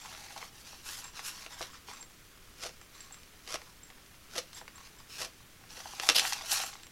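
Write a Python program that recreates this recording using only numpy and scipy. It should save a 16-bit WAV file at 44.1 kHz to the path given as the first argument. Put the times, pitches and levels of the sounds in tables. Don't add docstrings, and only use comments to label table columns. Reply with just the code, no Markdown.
import sys
import numpy as np
from scipy import signal
from scipy.fft import rfft, irfft
from scipy.io import wavfile

SR = 44100
rng = np.random.default_rng(int(sys.argv[2]) if len(sys.argv) > 2 else 0)


def to_wav(sig):
    pcm = np.clip(np.atleast_2d(sig), -1, 1) * 32767
    pcm = np.round(pcm).astype(np.int16)
    wavfile.write(sys.argv[1], SR, pcm.T)


N = 304731
TIME = np.arange(N) / SR


def from_db(db):
    return 10 ** (np.asarray(db) / 20)


def rms_one(x):
    return x / np.sqrt(np.mean(x ** 2) + 1e-20)


def drift(rate_hz):
    r = np.exp(-2 * np.pi * rate_hz / SR)
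    noise = rng.standard_normal(N + SR)
    return rms_one(signal.lfilter([1], [1, -2 * r, r * r], noise)[SR:])


def colour(x, spectrum, size=4096):
    hz, db = np.transpose(spectrum)
    grid_hz = np.maximum(np.arange(size // 2 + 1) * SR / size, 1)
    gain = from_db(np.interp(np.log(grid_hz), np.log(hz), db))
    cepstrum = irfft(np.log(gain))
    cepstrum[1:size // 2] *= 2
    response = irfft(np.exp(rfft(cepstrum[:size // 2], size)))
    return signal.oaconvolve(x, response)[:len(x)]


def band(x, hz, kind):
    return signal.sosfilt(signal.butter(2, min(hz, SR / 2 - 1), kind, fs=SR, output="sos"), x)


def resonate(x, hz, width_hz):
    r = np.exp(-np.pi * width_hz / SR)
    top = np.array([1, 0, -1]) * (1 - r * r) / 2
    bottom = [1, -2 * r * np.cos(2 * np.pi * hz / SR), r * r]
    return signal.lfilter(top, bottom, x + 1e-18)


def friction(spectrum, per_s, spread_db, clump_db, clump_hz):
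    signs = rng.choice([-1, 1], N)
    sizes = signs * from_db(spread_db * np.minimum(rng.exponential(1, N), 4))
    happens = rng.random(N) < per_s / SR
    bunching = from_db(clump_db * np.tanh(drift(clump_hz) / 2) * 2)
    return rms_one(colour(sizes * happens * bunching, spectrum))


def hand_echo(x, delay_s, strength, soft_hz=6000):
    echo = np.interp(TIME - delay_s, TIME, band(x, soft_hz, "low"))
    return (x + strength * echo) / np.sqrt(1 + strength ** 2)


def wander(x, gap_s=0.000612, sway=0.27, rate_hz=2.58, strength=0.46):
    return hand_echo(x, gap_s * np.exp(sway * drift(rate_hz)), strength)


def moves(rows, rise_db_per_s, fall_db_per_s, silent_db=-120):
    out = silent_db
    for s, length_s, db, swell_db, *layers_db in rows:
        t = TIME - s
        held = swell_db * (np.clip(t / length_s, 0, 1) - .5)
        before = rise_db_per_s * np.minimum(t, 0)
        after = fall_db_per_s * np.maximum(t - length_s, 0)
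        layers = np.array([0, *layers_db])[:, None]
        out = np.maximum(out, db + held + before - after + layers)
    return out


# frequency in Hz, relative level in dB.
ROOM_COLOUR = [(20, 0), (50, -6.5), (100, -7.5), (200, -11.5), (400, -15), (880, -23.5), (1300, -17.5),
               (3000, -20.5), (5500, -27), (16000, -28.5)]


def room_floor(level_db=-56.5):
    noise = rng.standard_normal(N + SR)
    return from_db(level_db) * rms_one(colour(noise, ROOM_COLOUR)[SR:])


# frequency in Hz, relative level in dB.
HISS_COLOUR = [(25, 13), (70, 12), (170, -19), (1000, -12), (2000, -11), (5000, -8.5), (15000, 4.5)]


def channel_hiss(level_db=-78):
    hiss = rms_one(colour(rng.standard_normal(N), HISS_COLOUR))
    return from_db(level_db) * hiss * np.array([[1], [-1]])


# start in seconds, length in seconds, rub level in dB halfway
# through, swell over the stroke in dB, fibre fizz in dB against the rub, flapping folds in dB against the rub.
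CLOTH_STROKES = [(0.0, .27, -51.5, 1, -8, -4), (0.305, 0.16, -52.5, -1.5, -7.5, -4),
                 (0.54, 0.075, -55, 2, -6, -26), (0.67, 0.2, -56, -10.5, -7.5, -14),
                 (0.868, .14, -46.5, -4.5, -3.5, -13), (1.025, 0.062, -52.5, -5, -7, -4),
                 (1.158, 0.038, -46, 3, -13, -6), (1.252, 0.031, -41.5, 4, -4.5, -13.5),
                 (1.31, 0.14, -50, -3.5, -7.5, -6.5), (1.51, 0.036, -50.5, 1, -11, -5.5),
                 (1.597, 0.073, -49, -8, -9.5, -3), (1.67, 0.094, -57, 3.5, -19, -1),
                 (1.885, .14, -55, -6, -9, -3), (2.945, 0.28, -59.5, -4.5, -8, -4.5),
                 (3.6, .1, -60.5, 1, -7, -6), (4.535, 0.042, -52, 9, -7.5, -9),
                 (4.757, 0.052, -58, 0, -14, 0.5), (4.835, 0.039, -55, 1, -12, -12),
                 (4.965, 0.042, -62.5, 7, -14, -0.5), (5.71, 0.35, -50.5, 1.5, -7.5, -8),
                 (6.028, 0.085, -39, 4, -6.5, -8), (6.21, 0.045, -38.5, 0, -6, -6.5),
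                 (6.265, 0.082, -40, -10, -4.5, -13), (6.36, 0.11, -47, -2, -11, -8.5),
                 (6.46, .05, -41.5, 6.5, -5, -20), (6.526, 0.0041, -30.5, 1.5, -1.5, -13),
                 (6.55, 0.14, -39.5, -10, -5.5, -12.5), (6.72, .16, -58, -17, -11, -12.5)]
# lowest level of rub, fizz and folds, each in dB.
RESTING_GRIP = (-65, -69.5, -75.5)


def cloth_levels(rise_db_per_s=410, fall_db_per_s=301, waver_db=0.95, waver_hz=48):
    strokes_db = moves(CLOTH_STROKES, rise_db_per_s, fall_db_per_s)
    grip_db = np.array(RESTING_GRIP)[:, None]
    return np.maximum(strokes_db, grip_db) + waver_db * drift(waver_hz)


# frequency in Hz, relative level in dB.
RUB_COLOUR = [(150, -25), (550, -9.5), (800, -3), (1500, -1.5), (2700, 0.5), (4000, 1.5), (6200, 3.5),
              (7300, -8.5), (9000, -10.5), (15000, -28)]
# frequency in Hz, relative level in dB.
FIZZ_COLOUR = [(4500, -32), (7000, 7), (8300, 2), (11000, 4), (13500, -2), (16000, -17)]
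# frequency in Hz, relative level in dB.
FOLD_COLOUR = [(200, -21.5), (520, -13.5), (670, -3.5), (790, 4.5), (930, -4), (1130, -6), (1450, -8),
               (2500, -13.5), (6000, -21), (15000, -44)]
# time in seconds, pitch in Hz before sway.
FOLD_TENSION = [(0, 795), (.7, 830), (1.0, 1057), (5.0, 1022), (5.7, 847.3), (6.9, 852)]


def cloth(rub_db, fizz_db, fold_db, slack_hz=800, sway=.1, sway_hz=12):
    rub = wander(friction(RUB_COLOUR, per_s=5000, spread_db=1.5, clump_db=2.5, clump_hz=106))
    fizz = friction(FIZZ_COLOUR, per_s=12000, spread_db=2.2, clump_db=1.4, clump_hz=110)
    folds = friction(FOLD_COLOUR, per_s=260, spread_db=1.5, clump_db=4.0, clump_hz=34.5)
    tension = np.interp(TIME, *np.transpose(FOLD_TENSION)) / slack_hz
    speed = tension * np.exp(sway * drift(sway_hz))
    folds = np.interp(np.cumsum(speed) % N, np.arange(N), folds)
    return from_db(rub_db) * rub + from_db(fizz_db) * fizz + from_db(fold_db) * folds


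# time in seconds, level in dB before a fixed 6.5 dB boost.
PULL_TINKLES = [(0.013, -58), (1.042, -48), (1.533, -54), (1.72, -59), (1.935, -52), (2.007, -51.5),
                (2.813, -61), (2.953, -59), (3.006, -53), (3.124, -46), (3.832, -53), (4.547, -47.5),
                (4.586, -56), (4.757, -54), (4.985, -59.5), (6.636, -43), (6.728, -56), (6.832, -54)]


def zipper_pull(pull_hz=7510, scatter_hz=45, t60_s=0.065, pair_hz=70, pair_db=-9,
                rattle=0.027, rattle_s=0.034, size=11025):
    out, t = np.zeros(N + size), np.arange(size) / SR
    chances = rng.standard_normal((len(PULL_TINKLES), size))
    for (s, db), chance in zip(PULL_TINKLES, chances):
        hz = pull_hz + scatter_hz * chance[0]
        touches = rattle * chance * np.exp(-t / rattle_s)
        touches[0] = 1
        main = np.sin(2 * np.pi * hz * t)
        partner = np.sin(2 * np.pi * (hz + pair_hz) * t + np.pi * chance[-1])
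        ring = (main + from_db(pair_db) * partner) * from_db(-60 * t / t60_s)
        at = round(s * SR)
        out[at:at + size] += from_db(db + 6.5) * signal.fftconvolve(touches, ring)[:size]
    return out[:N]


def creases(rub_db, per_s=5, mean_db=-49.5, thump_db=-22, bright_db=-8, count=120):
    times = np.cumsum(rng.exponential(1, count)) / per_s
    level_db = mean_db + rub_db - rub_db.mean()
    return [(s, level_db[int(s * SR)], thump_db, bright_db) for s in times if s < TIME[-1]]


# time in seconds, level in dB,
# foam thump in dB against the crack before a 3 dB boost, brightness in dB before a 0.5 dB cut.
FOLD_SNAPS = [(0.3417, -55, -11, 8), (0.3626, -38.5, -21, -34), (0.3775, -40, -28, 21),
              (0.4273, -37, -17, -24), (0.7304, -47.5, -10, -28), (1.4633, -39, -14, -4),
              (1.6085, -34.5, -8, -36), (1.6148, -37.5, -12, 19), (1.6266, -35, -19, 14),
              (1.8856, -43.5, -6, -13), (1.9134, -45, -29, -1), (2.0274, -45, -14, 17),
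              (2.693, -45.5, -8, 9), (2.8139, -48, -24, -2), (3.0056, -45.5, -21, 9), (3.1435, -48, -20, 5),
              (3.2332, -51, -17, 17), (3.476, -39.5, -15, 8), (3.542, -30.5, -6.5, 12),
              (3.5569, -33, -25, 2), (3.6172, -45, -13, 1), (3.9019, -47, -16, -5), (4.3567, -38.5, -5, 3),
              (4.3805, -29, -11, 15), (4.531, -45, -23, 14), (4.614, -42.5, -10, -15),
              (4.6794, -41, -18, -1), (4.806, -55, -11, -17), (5.7716, -46, -4, -7),
              (5.8568, -37, -18, -35), (5.935, -41.5, -19, -32), (5.9985, -28, -18.5, 5),
              (6.0893, -13, -18.5, 8), (6.0984, -16.5, -17, 9), (6.1955, -19, -27, 19),
              (6.252, -27, -35, -5), (6.324, -27, -39, 1), (6.3324, -26, -38, 24), (6.5172, -23.5, -47, 34),
              (6.573, -30, -46, 23), (6.6016, -31, -30, 1.5), (6.8337, -46, -24, 13),
              (6.868, -47.5, -29, 9)]
# frequency in Hz, relative level in dB.
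CRACK_COLOUR = [(150, -17.5), (550, -21), (720, 0.5), (860, 0.5), (1050, 1.5), (1600, 0), (2050, 5),
                (2430, 0), (3030, 1), (3800, -2), (6200, -5), (7000, -11.5), (10500, -16), (15500, -36)]
# frequency in Hz, relative level in dB.
THUMP_COLOUR = [(90, -9), (150, -5), (240, -9.5), (330, 5.5), (540, 8.5), (700, 5), (1200, -41)]


def snaps(rows, scatter_s=0.0038, scatter=0.13, rebound_s=0.000966, rebound=0.74, dull_hz=1000,
          bright_hz=5000, panel_hz=790, panel_width_hz=90, panel_db=-1, thump_s=0.0076,
          level_s=0.0028, size=2048):
    out, t = np.zeros(N + size), np.arange(size) / SR
    chances = rng.standard_normal((len(rows), 2, size))
    level_scale = np.sqrt(level_s * SR / size)
    for (s, db, thump_db, bright_db), (slips, wobble) in zip(rows, chances):
        push = scatter * slips * np.exp(-t / scatter_s)
        push[0] += 1
        rebound_at = int(rebound_s * SR * (1 + np.tanh(slips[-1]) / 4))
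        push[rebound_at] += rebound
        tilt = [(dull_hz, 0), (bright_hz, bright_db - .5)]
        crack = colour(colour(push, CRACK_COLOUR), tilt)
        ring_db = panel_db - max(bright_db, -8) * 0.14
        crack = crack + from_db(ring_db) * resonate(crack, panel_hz, panel_width_hz)
        thump = colour(wobble * np.exp(-t / thump_s), THUMP_COLOUR)
        snap = rms_one(crack) + from_db(thump_db + 3.0) * rms_one(thump)
        at = round(s * SR)
        out[at:at + size] += from_db(db) * level_scale * snap
    return out[:N]


# start in seconds, length in seconds, crackle level in dB halfway
# through, swell over the peel in dB, hollow foam puff in dB against the crackle.
PALM_PEELS = [(2.637, 0.028, -40, 0, -7), (3.503, 0.043, -42, 3, -9.5), (4.36, 0.025, -38.5, 6.5, -6.5),
              (5.21, 0.04, -39, -3, -9.5)]
# frequency in Hz, relative level in dB.
SKIN_COLOUR = [(120, -13), (500, -10), (900, -8), (1300, 1.5), (1700, -5), (3000, -2.5), (4000, -3.5),
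               (5500, 1), (7000, -6), (8500, -9.5), (12000, -11.5), (16000, -42)]
# frequency in Hz, relative level in dB.
FOAM_COLOUR = [(80, -4), (200, -13), (320, -3), (450, 5.5), (570, 9), (720, 3.5), (950, -8), (2000, -13),
               (12000, -45)]


def peel(brush_db=-17.5, brush_fade_db_per_s=121):
    level_db, _ = moves(PALM_PEELS, rise_db_per_s=323, fall_db_per_s=638)
    brushing_db, _ = moves(PALM_PEELS, brush_fade_db_per_s, brush_fade_db_per_s)
    level_db = np.maximum(level_db, brushing_db + brush_db)
    _, puff_db = moves(PALM_PEELS, rise_db_per_s=600, fall_db_per_s=522)
    slips = friction(SKIN_COLOUR, per_s=3500, spread_db=4.5, clump_db=1.5, clump_hz=170)
    crackle = wander(slips, gap_s=0.00099)
    puff = friction(FOAM_COLOUR, per_s=1700, spread_db=-1.7, clump_db=5.5, clump_hz=80)
    return from_db(level_db) * crackle + from_db(puff_db) * puff


# start in seconds, length in seconds, level in dB halfway
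# through, swell over the glide in dB.
FINGER_GLIDE = [(5.098, 0.07, -48.5, 5)]
# frequency in Hz, relative level in dB.
FINGER_COLOUR = [(600, -12), (1300, -11), (2000, -5), (2800, -1.5), (4000, -4), (5300, 0), (6500, -6),
                 (8000, -8), (15000, -16)]


def finger_glide():
    glide = friction(FINGER_COLOUR, per_s=16000, spread_db=-2.0, clump_db=1.8, clump_hz=120)
    level_db, = moves(FINGER_GLIDE, rise_db_per_s=1700, fall_db_per_s=290)
    return from_db(level_db) * hand_echo(glide, delay_s=0.00071, strength=0.67)


# time in seconds, level in dB.
ZIP_LEVEL = [(6.147, -70), (6.1478, -31), (6.158, -23.5), (6.166, -20.5), (6.171, -30), (6.184, -23.5),
             (6.193, -30), (6.198, -35), (6.207, -36), (6.225, -70)]
# frequency in Hz, relative level in dB.
RIB_COLOUR = [(88, -45), (150, -27), (286, -27.5), (923, -16.5), (1260, -17.5), (1870, -15), (2310, -18),
              (2810, -6.5), (4240, -8), (4670, -5), (5050, -8.5), (8230, -22.5), (10000, -15), (14000, -27),
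              (16000, -41)]


def cloth_zip(silent_db=-120):
    rasp = friction(RIB_COLOUR, per_s=12000, spread_db=1.5, clump_db=1.5, clump_hz=350)
    level_db = np.interp(TIME, *np.transpose(ZIP_LEVEL), silent_db, silent_db)
    return from_db(level_db) * rasp


def reflections(x, t60_s=0.16, wet_db=-13, first_s=0.0033, dull_hz=6500, low_hz=250):
    t = np.arange(SR // 2) / SR
    noise = band(band(rng.standard_normal(len(t)), dull_hz, "low"), low_hz, "high")
    tail = noise * from_db(-60 * t / t60_s) * (t > first_s)
    return from_db(wet_db) * signal.oaconvolve(x, tail / np.sqrt(np.sum(tail ** 2)))[:N]


def scene():
    rub_db, fizz_db, fold_db = cloth_levels()
    handling = cloth(rub_db, fizz_db, fold_db) + zipper_pull()
    handling = handling + snaps(FOLD_SNAPS) + snaps(creases(rub_db))
    handling = handling + peel() + finger_glide() + cloth_zip()
    return handling + reflections(handling) + room_floor() + channel_hiss()


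def record(dry, cutoff_hz=15900):
    return signal.sosfilt(signal.ellip(10, .1, 70, cutoff_hz, fs=SR, output="sos"), dry)


dry = scene()
out = record(dry)
to_wav(out)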